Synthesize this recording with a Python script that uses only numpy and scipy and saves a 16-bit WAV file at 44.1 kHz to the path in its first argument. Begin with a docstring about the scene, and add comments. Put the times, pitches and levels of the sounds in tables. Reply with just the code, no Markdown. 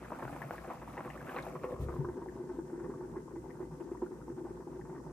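"""Vegetables boil in a wide open pan: bubbles pop, snap and ring in clumps, under hissing spray.
A glass lid comes down; the air in the closing gap rings, and soft rim touches thud through the stove.
Under the lid the trapped air booms at one main pitch, while the pops go dull and the spray fades.
All along, two motors of nearly equal speed hum and beat over soft room noise and a far hiss.
Bubbles are clicks that set resonances or dying sines ringing; spray and room are shaped noise."""
import sys
import numpy as np
from scipy import signal
from scipy.io import wavfile

SR = 44100
rng = np.random.default_rng(int(sys.argv[2]) if len(sys.argv) > 2 else 0)


def wrap_up_sound(samples):
    """Save the sound to the file named by the first command line argument, as 16-bit audio."""
    columns = np.atleast_2d(samples).T
    # keep every value between -1 and 1, then stretch to whole-number steps
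    tamed = np.clip(columns, -1, 1)
    steps = np.round(tamed * 32767).astype(np.int16)
    wavfile.write(sys.argv[1], SR, steps)


def decibels_to_gain(level_db):
    """Convert a level in decibels to a linear amplitude gain (20 dB per decade)."""
    exponent = np.asarray(level_db, float) / 20
    return 10 ** exponent


N = 225790


def rms_one(x):
    """Scale to unit rms."""
    return x / np.sqrt(np.mean(x ** 2) + 1e-20)


def in_time(rows):
    """Turn each column of a curve table into one value a sample; the first column is seconds."""
    seconds, *columns = np.transpose(rows)
    return [np.interp(np.arange(N) / SR, seconds, column) for column in columns]


def at_hz(points, hz):
    """Read a spectrum table at one pitch, on a log-frequency axis."""
    table_hz, values = np.transpose(points)
    return np.interp(np.log(hz), np.log(table_hz), values)


def drift(rate_hz):
    """Slow random wandering of rms 1: noise through two low-pass poles, one value every 40 samples."""
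    r = np.exp(-80 * np.pi * rate_hz / SR)
    noise = rng.standard_normal(N // 40 + 2002)
    slow = signal.lfilter([1], [1, -2 * r, r * r], noise)[2000:]    # skip the start-up
    return np.interp(np.arange(N) / 40, np.arange(len(slow)), rms_one(slow))


def ring(clicks, hz, width_hz):
    """A unit click sets a dying sine of starting height 1 ringing."""
    r, w = np.exp(-np.pi * width_hz / SR), 2 * np.pi * hz / SR
    return signal.lfilter([0, np.sin(w)], [1, -2 * r * np.cos(w), r * r], clicks + 1e-18)


def resonance_filter(hz, width_hz):
    """Filter weights of a resonance whose gain is 1 at the top."""
    r = np.exp(-np.pi * width_hz / SR)
    return [(1 - r * r) / 2, 0, (r * r - 1) / 2], [1, -2 * r * np.cos(2 * np.pi * hz / SR), r * r]


def resonance(x, hz, width_hz):
    """Let one pitch and its close neighbours through."""
    return signal.lfilter(*resonance_filter(hz, width_hz), x)


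def band(x, low_hz, high_hz):
    """Butterworth band-pass."""
    edges_hz = [low_hz, min(high_hz, .45 * SR)]
    return signal.sosfilt(signal.butter(2, edges_hz, "band", fs=SR, output="sos"), x)


def left_right(db):
    """Gains that raise the left and lower the right by db each."""
    return decibels_to_gain(db * np.array([[1], [-1]]))


def clicks_at(rows, db):
    """One click a row, at the row's first column in seconds."""
    out = np.zeros(N)
    out[[round(row[0] * SR) for row in rows]] = decibels_to_gain(db)
    return out


def collapses(per_s, spread_db):
    """Bubbles push outward at random moments with uneven strength; rms 1."""
    sizes = decibels_to_gain(spread_db * np.minimum(rng.exponential(1, N), 3))
    return rms_one(sizes * (rng.random(N) < per_s / SR))


# How alike the two sides of a noise are. Each row: pitch in Hz, likeness from -1 to 1.
LIKENESS = [(60, 0.93), (250, 0.96), (700, -0.37), (2000, -1.08), (4000, 0.069), (15000, -0.22)]
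# How noise leans to one side. Each row: pitch in Hz, left over right in dB.
BALANCE_DB = [(60, 5.5), (180, -1.5), (550, 1.5), (1650, -3.5), (4970, 4), (15000, 1)]


def banded_noise(spectrum, patchy_db):
    """Third-octave bands of stereo noise, each with its own level, flicker and likeness."""
    out, edges = 0, 25 * 2 ** np.arange(0, 9.5, 1 / 3)
    white = rng.standard_normal((2, 2, N))
    for k, (low, high) in enumerate(zip(edges, edges[1:])):
        mid, side = band(white[k % 2], low, high)
        hz = np.sqrt(low * high)
        alike = np.clip(at_hz(LIKENESS, hz), -1, 1)
        level_db = at_hz(spectrum, hz) + patchy_db * drift(13.0)
        gain = decibels_to_gain(level_db) * left_right(at_hz(BALANCE_DB, hz) / 2)
        out = out + gain * (np.sqrt(1 + alike) * mid + np.sqrt(1 - alike) * side * [[1], [-1]])
    return out


# Colour of the room noise. Each row: pitch in Hz, relative level in dB per Hz.
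ROOM = [(25, -31), (40, -14.5), (60, -17), (95, -13), (140, -0.5), (195, -13), (280, -3.5), (350, -29),
        (440, -13), (680, -32), (900, -21), (2600, -47), (4000, -90)]


def room_noise():
    """Soft low noise of the room, its level set between 60 and 270 Hz."""
    room = banded_noise(ROOM, patchy_db=2.5)
    return decibels_to_gain(-53.5) * room / np.std(band(room, 60, 270))


# Colour of the far hiss. Each row: pitch in Hz, relative level in dB per Hz.
HISS = [(1410, -20), (2400, -9), (2570, 0), (2810, -6.5), (3500, -7.5), (4310, -6), (5580, 1), (8240, 0),
        (9410, -3), (14800, -9.5), (15500, -15)]


def far_hiss():
    """Faint shaped noise, with one narrow band that stands out and slowly wavers."""
    peak = rms_one(resonance(rng.standard_normal((2, N)), hz=8250, width_hz=420))
    peak = decibels_to_gain(-10 + 1.1 * drift(2.3)) * peak
    return decibels_to_gain(-71.5) * rms_one(rms_one(banded_noise(HISS, patchy_db=1.12)) + peak)


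# The two motors. Each row: turning speed in Hz, then pairs of (multiple of it, level in dB).
MOTORS = [(55.62, [(1, -60.8), (3, -61), (4, -58.5)]), (59.18, [(1, -58.8), (3, -64.5)])]


def motors():
    """Two steady hums about three and a half hertz apart swell and fade together."""
    t = np.arange(N) / SR - .039    # all the waves crest together at this second
    out = np.zeros(N)
    for hz, orders in MOTORS:
        for order, db in orders:
            out += decibels_to_gain(db) * np.cos(2 * np.pi * order * hz * t)
    return out


def kitchen(x):
    """Short echo of the kitchen: eight feedback delays a side, very slightly duller on every round."""
    t60_s, wall_cut_hz = 0.16, 38000
    out, dull = np.zeros((2, N)), np.exp(-2 * np.pi * wall_cut_hz / SR)
    for k, lag in enumerate((rng.uniform(0.0086, 0.021, 16) * SR).astype(int)):
        loop, gain, state = x.copy(), decibels_to_gain(-60 * lag / SR / t60_s), [0.]
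        for i in range(lag, N, lag):
            back, state = signal.lfilter([gain * (1 - dull)], [1, -dull], loop[i - lag:i], zi=state)
            loop[i:i + lag] += back[:N - i]
        out[k % 2] += (loop - x) * (-1) ** (k // 2)    # echoes only, in mixed polarity
    return out


# Soft touches of the rim. Each row: start in seconds, strength in dB.
SET_DOWN = [(1.736, -44), (1.795, -36.5), (1.815, -35.5), (1.829, -36), (1.857, -39), (1.886, -41),
            (1.905, -53), (1.935, -45), (1.963, -54), (2.043, -44), (2.068, -50), (2.1, -52)]
# Tones of pan and stove top. Each row: pitch in Hz, relative level in dB, seconds to fade by 60 dB.
STOVE = [(43, -19, 0.22), (70.2, -8.5, 0.52), (91.5, 3.5, 0.075), (128.6, -3.5, 0.45), (145.5, -9.5, 0.088)]


def lid_set_down():
    """The padded rim lands softly and thuds through pan and stove top."""
    out = 0
    for hz, db, t60_s in STOVE:
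        touch_db = np.array(SET_DOWN)[:, 1] + db + rng.normal(0, 1.7, len(SET_DOWN))
        out = out + ring(clicks_at(SET_DOWN, touch_db), hz, np.log(1000) / np.pi / t60_s)
    return band(band(out, 28, 186), 27, 215)    # a soft contact has no edge


def pops(strength, low_hz, high_hz, per_s, cycles):
    """Smaller bubbles ring a few cycles at scattered pitches and places."""
    clicks, dealt = collapses(per_s, spread_db=2.5), rng.integers(0, 16, N)
    place = left_right(0.57 + 2.1 * rng.standard_normal(N))    # the pan leans left
    pitches = np.geomspace(low_hz, high_hz, 16)

    def rings(x):
        return sum(ring(x * (dealt == k), hz, hz / cycles) for k, hz in enumerate(pitches))

    popping = rings(clicks * place * strength) / np.std(rings(clicks))
    return band(popping, .8 * low_hz, 1.2 * high_hz)


# Colour of the spray. Each row: pitch in Hz, relative level in dB per Hz.
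SPRAY = [(2500, 5), (4000, 0.5), (7000, -2.5), (11000, -1), (14000, 1), (16000, -6)]
# Spray before the lid shades it. Each row: time in seconds, level in dB.
SPRAY_LEVEL = [(0, -69), (0.36, -63), (0.58, -64), (0.81, -68), (1.21, -68), (1.37, -60.5), (1.61, -64.5),
               (1.79, -64), (1.815, -53.5), (1.87, -58.5), (2.04, -53), (2.25, -66), (5.12, -83)]
# Single spitting droplets, and at 1.813 s a tick as the lid rim lands. Each row: start in seconds, strength in
# dB, pitch in Hz.
SPITS = [(0.1133, -52, 11100), (0.188, -47, 8550), (0.267, -57, 10500), (0.31, -49, 9750),
         (0.3288, -54, 11300), (0.3375, -50, 13000), (0.3647, -49, 10400), (0.4151, -52, 14000),
         (0.4385, -50, 10600), (0.459, -54, 12000), (0.4715, -49, 11300), (0.4845, -49, 11300),
         (0.4954, -49, 11500), (0.509, -48, 11400), (0.5145, -51, 13000), (0.5235, -50, 11500),
         (0.5573, -48, 10300), (0.6406, -56, 10800), (0.6737, -49, 10100), (0.7357, -48, 11900),
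         (0.929, -52, 8530), (1.0939, -53, 7040), (1.1772, -50, 8460), (1.2136, -48, 12300),
         (1.287, -48, 7750), (1.3036, -52, 13000), (1.3141, -50, 13100), (1.3382, -45, 13300),
         (1.4255, -42.5, 6230), (1.4534, -43, 11200), (1.4995, -50, 8250), (1.813, -46, 13700)]


def spray(cover, clumps):
    """Fine fizz and crackle off the open water, with single droplets spitting as tiny dying sines; the landing
    lid ticks once the same way."""
    crackle = pops(1, 7500, 14500, per_s=160, cycles=1.8)
    fizz = rms_one(banded_noise(SPRAY, patchy_db=1.8)) + decibels_to_gain(-11.5) * rms_one(crackle)
    fizz = fizz * decibels_to_gain(in_time(SPRAY_LEVEL)[0] + 1.8 * clumps) * (1 - cover)
    t = np.arange(200) / SR
    for (s, db, hz), (pan, sharp) in zip(SPITS, rng.standard_normal((len(SPITS), 2))):
        tick = decibels_to_gain(db) * np.sin(2 * np.pi * hz * t) * np.exp(-t * 7000 * decibels_to_gain(2 * sharp))
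        start = round(s * SR)
        fizz[:, start:start + 200] += tick * left_right(2.9 * pan)
    return fizz


# Loud bubble bursts. Each row: start in seconds, boom strength in dB, crackle strength in dB.
BURSTS = [(0.015, -35, -37), (0.116, -29.5, -28), (0.189, -36, -34), (0.22, -28, -30), (0.329, -45, -31.5),
          (0.362, -58, -36.5), (0.418, -50, -30), (0.506, -33.5, -57), (0.576, -36.5, -38),
          (0.64, -42, -33), (0.674, -30, -30.5), (0.7, -37.5, -27), (0.814, -37, -29.5), (0.907, -42, -54),
          (0.975, -29.5, -27.5), (1.054, -29.5, -31), (1.153, -31.5, -46), (1.28, -30, -26),
          (1.341, -40, -28), (1.361, -32.5, -21.5), (1.384, -30, -40), (1.466, -36, -44), (1.549, -28, -31),
          (1.64, -18, -22.5), (1.68, -29, -38), (1.724, -19.5, -47), (1.797, -27, -39), (1.882, -11, -27),
          (1.923, -44, -33.5), (2.035, -23, -51), (2.081, -27, -28), (2.167, -18, -33), (2.211, -16, -31.5),
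          (2.274, -11, -48), (2.32, -10, -35), (2.387, -38, -37), (2.488, -39, -31), (2.582, -10, -54),
          (2.647, -39, -39), (2.724, -26, -36), (2.788, -29, -45), (2.837, -31, -31), (2.893, -15, -32.5),
          (3.003, -18, -32), (3.029, -15, -33), (3.092, -36, -37), (3.144, -21, -37), (3.159, -11, -29.5),
          (3.268, -31, -50), (3.305, -21, -35.5), (3.352, -18, -31), (3.441, -9, -34.5), (3.495, -15, -36),
          (3.54, -35, -36), (3.599, -23, -30), (3.621, -13, -34), (3.714, -22, -34), (3.798, -33, -28.5),
          (3.91, -22, -31), (4.017, -6, -30), (4.108, -13, -34), (4.277, -29, -44), (4.294, -9, -35),
          (4.378, -32, -35), (4.447, -8, -32), (4.599, -25, -33), (4.664, -25, -41), (4.849, -34, -32.5),
          (4.892, -26.5, -32), (4.954, -41, -36.5)]


def bursts(share_db, spread_db, simmer_db):
    """Strength of bubbling: the simmer plus each burst, swelling fast and dying soon."""
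    t = np.arange(4410) / SR
    shape = np.minimum(t / .002, 1) * np.exp(-(t / .018) ** 2)
    db = np.array(BURSTS)[:, 2] + share_db + spread_db * rng.standard_normal(len(BURSTS))
    burst_power = np.abs(signal.fftconvolve(clicks_at(BURSTS, 2 * db), shape)[:N])
    return np.sqrt(decibels_to_gain(2 * simmer_db) + burst_power)


# Tiny bubbles, thickest as drops run off the lid. Each row: time in seconds, level in dB.
SPLATTER = [(0, -78), (1.0, -76.5), (1.24, -77.5), (1.3, -70), (1.34, -76), (1.38, -63), (1.44, -69),
            (1.52, -92), (1.9, -82.5), (5.12, -87.5)]


def splatter(clumps):
    """Tiny bubbles ring high and briefly."""
    return pops(decibels_to_gain(in_time(SPLATTER)[0] + 2.0 * clumps), 2280, 4500, per_s=900, cycles=3.1)


# Sharp single collapses. Each row: start in seconds, strength in dB.
SNAPS = [(0.028, -31), (0.1057, -26.5), (0.1216, -26), (0.1325, -27), (0.2255, -38), (0.2435, -34),
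         (0.2528, -20), (0.2796, -25), (0.328, -27), (0.363, -24), (0.418, -23), (0.5085, -18),
         (0.5826, -40), (0.6465, -31), (0.8174, -38), (0.877, -47), (0.909, -40), (0.9698, -26),
         (0.977, -43), (1.0064, -21), (1.01, -22), (1.05, -25), (1.227, -28), (1.275, -39), (1.32, -28),
         (1.345, -24), (1.366, -25), (1.367, -29), (1.385, -25.5), (1.395, -32), (1.4677, -25),
         (1.559, -27), (1.635, -19), (1.641, -36), (1.726, -35), (2.176, -36)]


def snaps():
    """A collapse is a blunt outward snap about a millisecond long; weaker ones stutter in every burst."""
    stutter = (rng.random(N) < 260 / SR) * decibels_to_gain(0.99 * rng.standard_normal(N))
    stutter = stutter * bursts(share_db=-4.0, spread_db=0, simmer_db=-54.0)
    blows = clicks_at(SNAPS, np.array(SNAPS)[:, 1]) + stutter
    return band(band(ring(blows, 900, 1100), 150, 2800), 100, 2600)


def pitched(rows, t60s, rise, attack_s, rebound_s, rebound_db, spread_db):
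    """A bubble rings as a dying sine of climbing pitch, then rebounds once, a little off pitch."""
    out, t = np.zeros((2, N + 9999)), np.arange(8820) / SR
    chances = rng.standard_normal((len(rows), 3))
    for (s, level_db, pitch), t60, (pan, wait, detune) in zip(rows, t60s, chances):
        place = left_right(0.57 + spread_db * pan)    # the pan leans left
        rebound = (rebound_s * decibels_to_gain(2.0 * wait), pitch * (1 + 0.06 * detune), rebound_db)
        for late_s, hz, db in (0, pitch, 0), rebound:
            fade = decibels_to_gain(level_db + db - 60 * t / t60) * np.minimum(t / attack_s, 1)
            tone = np.sin(2 * np.pi * hz * t * (1 + rise * t)) * fade
            start = round((s + min(late_s, .02)) * SR)
            out[:, start:start + 8820] += tone * place
    return out[:, :N]


# Single bubbles with a clear pitch. Each row: start in seconds, strength in dB, pitch in Hz.
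PLINKS = [(0.021, -52, 660), (0.0214, -50, 1530), (0.046, -40.5, 1610), (0.105, -48, 1020),
          (0.119, -27, 936), (0.148, -38, 1380), (0.188, -34, 926), (0.2222, -37, 1660),
          (0.225, -29.5, 977), (0.277, -33, 1490), (0.326, -42, 644), (0.365, -34.5, 960),
          (0.4195, -28, 1760), (0.439, -37.5, 666), (0.4874, -42, 1260), (0.508, -35, 1430),
          (0.507, -37, 684), (0.5511, -37, 1400), (0.581, -33, 1720), (0.644, -36.5, 660),
          (0.713, -33, 990), (0.734, -34.5, 940), (0.876, -35.5, 890), (0.907, -47, 750), (0.97, -36, 930),
          (0.9768, -30.5, 1850), (0.995, -33, 950), (1.05, -40, 1520), (1.076, -33, 1120),
          (1.101, -39.5, 2730), (1.1022, -34.5, 1860), (1.154, -40, 1270), (1.175, -37, 1680),
          (1.207, -35.5, 1570), (1.271, -37, 1380), (1.2926, -29.5, 1620), (0.977, -42, 2700),
          (1.2926, -41, 2900), (1.316, -50, 2750), (1.3453, -47, 3500), (1.3623, -34, 2570),
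          (1.3625, -40, 4000), (1.409, -49, 3300), (1.428, -43, 4000), (1.638, -49, 2100),
          (1.7245, -32, 524), (1.886, -38, 500), (1.311, -40, 855), (1.3855, -29.5, 2160),
          (1.3868, -30, 1640), (1.466, -30.5, 630), (1.555, -29.5, 1070), (1.6354, -39, 1520),
          (1.635, -43, 2600), (1.643, -46, 2780), (1.722, -38, 1020), (1.885, -33.5, 1180),
          (1.925, -40, 1470), (2.046, -29.5, 1000), (2.0482, -38, 1490), (2.098, -38, 1010),
          (2.177, -52, 950), (2.219, -36, 940), (2.26, -35.5, 856), (2.2858, -40.5, 1790),
          (2.365, -38.5, 924), (2.498, -48, 1490), (2.509, -48, 900), (2.591, -45, 1510), (2.59, -39, 875),
          (2.705, -48, 910), (2.756, -48, 950), (2.799, -44, 1510), (2.801, -42, 940), (2.863, -44, 960),
          (2.898, -40, 970), (2.938, -37, 1070), (3.003, -48, 880), (3.138, -43, 931), (3.159, -35.5, 980),
          (3.279, -40, 980), (3.441, -44, 830), (3.458, -40.5, 870), (3.5048, -45.5, 1920),
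          (3.5665, -48, 1410), (3.594, -45, 900), (3.624, -40, 870), (3.71, -43.5, 860), (3.8, -44, 920),
          (3.805, -54, 1970), (3.806, -57, 2930), (3.808, -58, 2600), (3.949, -35.5, 930),
          (3.972, -52, 1840), (4.018, -36, 900), (4.027, -38.5, 904), (4.0618, -41, 1380),
          (4.141, -49, 920), (4.205, -44, 904), (4.2145, -43.5, 1390), (4.281, -36.5, 920),
          (4.376, -40.5, 820), (4.409, -42.5, 880), (4.448, -40, 900), (4.467, -36.5, 820),
          (4.568, -47, 860), (4.621, -42, 940), (4.673, -38, 880), (4.73, -43, 865), (4.794, -41, 865),
          (4.8122, -43.5, 1800), (4.852, -46, 895), (4.895, -39, 870), (4.928, -40, 890),
          (4.955, -47, 1770), (4.98, -50, 1800), (5.001, -41.5, 940), (5.065, -39, 850)]


def plinks():
    """Small bubbles ring on a clear pitch; the higher the pitch, the sooner they die."""
    ring_s = 0.017 * (1000 / np.array(PLINKS)[:, 2]) ** 0.75    # 0.017 s at 1 kHz
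    return pitched(PLINKS, ring_s, rise=0.47, attack_s=0.0014, rebound_s=0.0055,
                   rebound_db=-3.5, spread_db=2.5)


# Big bubbles on the pan base. Each row: start in seconds, strength in dB, pitch in Hz.
THUDS = [(0.235, -41.5, 128), (0.323, -39, 131), (0.442, -43, 136), (0.598, -56, 137), (0.987, -48, 175),
         (1.461, -46, 168), (1.723, -56, 128), (1.816, -41, 116), (1.934, -46, 127), (1.984, -32, 141),
         (2.006, -45, 138), (2.836, -41, 145), (3.108, -48, 129), (3.71, -43.5, 147), (4.111, -51, 132),
         (5.054, -45.5, 157)]


def thuds():
    """Big bubbles thud on the pan base as slow, low dying sines."""
    return pitched(THUDS, np.full(len(THUDS), .16), rise=0.13, attack_s=0.0062, rebound_s=0.00943,
                   rebound_db=1.5, spread_db=1.5)


# Air in the gap between lid and rim. Each row: time in seconds, low and high pitch in Hz, drive in dB.
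GAP = [(1.35, 521, 1120, -2), (1.5, 533, 1100, -5), (1.64, 496, 1060, 1), (1.73, 515, 1080, 4.5),
       (1.9, 496, 1224, -4), (1.96, 428, 1060, 5.5), (2.03, 393, 960, -11), (2.15, 382, 930, -29)]


def gap_air(simmer_db):
    """Bubbles set the air in the closing gap ringing; its two pitches sink as the lid seats."""
    low_hz, high_hz, db = in_time(GAP)
    drive = collapses(per_s=350, spread_db=6.0) * bursts(4.7, 1.8, simmer_db) * decibels_to_gain(db)
    out = np.zeros(N)
    for hz, width_hz, gain in (low_hz, 29, 1), (high_hz, 111, -decibels_to_gain(-10.5)):
        state = np.zeros(2)
        for i in range(round(GAP[0][0] * SR), round(GAP[-1][0] * SR), 128):    # retune every 128 samples
            part, state = signal.lfilter(*resonance_filter(hz[i], width_hz), drive[i:i + 128], zi=state)
            out[i:i + 128] += gain * part
    return out


# Air and glass under the lid. 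Each row: pitch in Hz, width in Hz, relative level in dB.
LID_AIR = [(634, 86, -12), (904, 92, 1), (1120, 190, -8), (1522, 168, -3), (1850, 78, -7), (2032, 35, -3.5),
           (2600, 29, -17.5)]


def under_lid(x, cover):
    """The lid passes only its own resonances; the uncovered share stays clear."""
    shut = 0
    for k, (hz, width_hz, db) in enumerate(LID_AIR):
        shut = shut + decibels_to_gain(db) * resonance(x, hz, width_hz) * (-1) ** k
    return (1 - cover) * x + cover * decibels_to_gain(3.0) * shut


# Big bubbles that set the trapped air ringing. Each row: start in seconds, strength in dB, pitch in Hz.
GLUGS = [(1.882, -37, 350), (1.924, -44, 345), (1.971, -43, 351), (2.009, -33, 349), (2.046, -29, 359),
         (2.085, -26, 348), (2.175, -33, 383), (2.221, -31.5, 343), (2.276, -38, 329), (2.323, -38, 314),
         (2.397, -35, 362), (2.434, -36, 360), (2.469, -37, 347), (2.495, -38, 347), (2.543, -42, 345),
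         (2.585, -26.5, 332), (2.699, -39, 352), (2.731, -30, 336), (2.777, -34, 346), (2.843, -30.5, 355),
         (2.894, -29.5, 358), (2.936, -41, 367), (3.036, -35, 366), (3.097, -45, 360), (3.14, -35.5, 340),
         (3.165, -32, 369), (3.256, -38.5, 326), (3.31, -38, 355), (3.335, -36.5, 356), (3.364, -30, 334),
         (3.435, -36, 347), (3.454, -37, 352), (3.489, -38, 356), (3.602, -31, 355), (3.626, -37.5, 350),
         (3.715, -47, 353), (3.742, -44, 348), (3.806, -33.5, 340), (3.856, -35, 340), (3.915, -27.5, 348),
         (3.964, -37, 336), (4.022, -24, 346), (4.107, -35.5, 368), (4.131, -41, 356), (4.188, -40, 339),
         (4.279, -33, 341), (4.3, -33, 351), (4.381, -35.5, 334), (4.414, -39, 359), (4.441, -34, 336),
         (4.47, -42.5, 341), (4.506, -32, 343), (4.598, -37, 352), (4.667, -35.5, 349), (4.766, -39, 339),
         (4.789, -42.5, 355), (4.851, -36, 357), (4.891, -38, 336), (4.951, -40, 363), (4.976, -38, 356),
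         (5.025, -45, 354), (5.068, -40, 375)]


def glugs():
    """Big bubbles under the lid ring the trapped air as long dying sines."""
    return pitched(GLUGS, np.full(len(GLUGS), .1), rise=0.32, attack_s=0.0032, rebound_s=0.01198,
                   rebound_db=-9.0, spread_db=1.2)


# Air over the water. Each row: pitch in Hz, width in Hz, relative dB open, half covered and covered.
PAN_AIR = [(256, 30, -7, -11, -11), (326, 20, -6, -9, -7), (347, 26, 1, -7, 0), (378, 45, -8, -4, -7),
           (502, 26, -6, -2, -19), (600, 60, -16, -12, -34)]


def boom(simmer_db, cover):
    """Big bubbles thump the air over the water; the lid shifts its strength to one main pitch."""
    simmer, out = collapses(per_s=300, spread_db=-0.5) * decibels_to_gain(simmer_db), 0
    for k, (hz, width_hz, *dbs) in enumerate(PAN_AIR):
        thumps = clicks_at(BURSTS, np.array(BURSTS)[:, 1] + rng.standard_normal(len(BURSTS)))
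        thumps = thumps * decibels_to_gain(-27.0 * cover ** 2)    # the lid damps the thumps
        heave = ring(thumps + simmer, hz, 165.0)    # a bubble heaves for a few cycles
        air_db = np.interp(cover, [0, .5, 1], dbs) + 8.0
        out = out + resonance(heave * decibels_to_gain(air_db), hz, width_hz) * (-1) ** k
    return out * left_right(1.2)


# Strength of the simmer between bursts. Each row: time in seconds, change in dB.
VIGOUR = [(0, -1), (0.4, 2.5), (0.8, -1.5), (1.2, 0), (1.37, 7.5), (1.6, 1.5), (1.9, 5), (2.25, 1.5),
          (2.6, 0), (2.9, 4.5), (3.2, -3), (3.9, -0.5), (4.3, -2), (4.8, 0), (5.12, 3.5)]


def boiling_pan(cover, clumps):
    """Bubbles of all sizes sound together, shaped by how far the lid covers the water."""
    vigour_db = in_time(VIGOUR)[0]

    def simmer_db(open_db, covered_db):
        return vigour_db + np.interp(cover, [0, 1], [open_db, covered_db])

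    pop_strength = bursts(-19, 1, simmer_db(-53.5, -59) + 2.6 * clumps)
    plink_strength = bursts(-26.5, 1, simmer_db(-61, -66) + 2.0 * clumps)
    small = pops(pop_strength, 600, 1300, per_s=600, cycles=4.0)
    small = small + pops(plink_strength, 1159, 2570, per_s=900, cycles=8.0)
    pan = boom(simmer_db(-73, -59) + 1.3 * clumps, cover) + under_lid(small + snaps(), cover)
    pan = pan + splatter(clumps) + plinks() + glugs()
    # the lid cancels a band just below the boom
    pan = pan - cover * .85 * resonance(pan, hz=304, width_hz=30)
    pan = pan + gap_air(vigour_db - 32.0 + clumps) + thuds()
    pan[1] = np.roll(pan[1], 2)    # the pan is a little nearer the left: right comes 2 samples later
    return pan


# How far the lid covers the pan. Each row: time in seconds, covered share from 0 to 1.
COVER = [(0, 0), (1.5, 0.16), (1.63, 0.57), (1.8, 0.57), (2.0, 0.93), (2.2, 0.89), (5.12, 0.83)]


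def scene():
    """Pan close by, kitchen around it."""
    cover = np.clip(in_time(COVER)[0], 0, 1)
    clumps = drift(16.5)    # bubbles of all sizes come in clumps
    pan = boiling_pan(cover, clumps)
    echo = decibels_to_gain(-15) * kitchen(band(pan.mean(axis=0), 454, 16000))
    low = (lid_set_down() + motors()) * left_right(.7)
    return pan + echo + spray(cover, clumps) + low + room_noise() + far_hiss()


def roll_off(x):
    """The treble ends steeply here."""
    return signal.sosfilt(signal.butter(12, 15700, fs=SR, output="sos"), x)


def record(dry):
    """Small microphones lose the deep bass; a steep filter cuts the top treble."""
    mix = signal.sosfilt(signal.butter(2, 30.0, "high", fs=SR, output="sos"), dry)
    mix = signal.sosfilt(signal.cheby2(12, 50, 15750, fs=SR, output="sos"), mix)
    return roll_off(mix)


dry = scene()
out = record(dry)
wrap_up_sound(out)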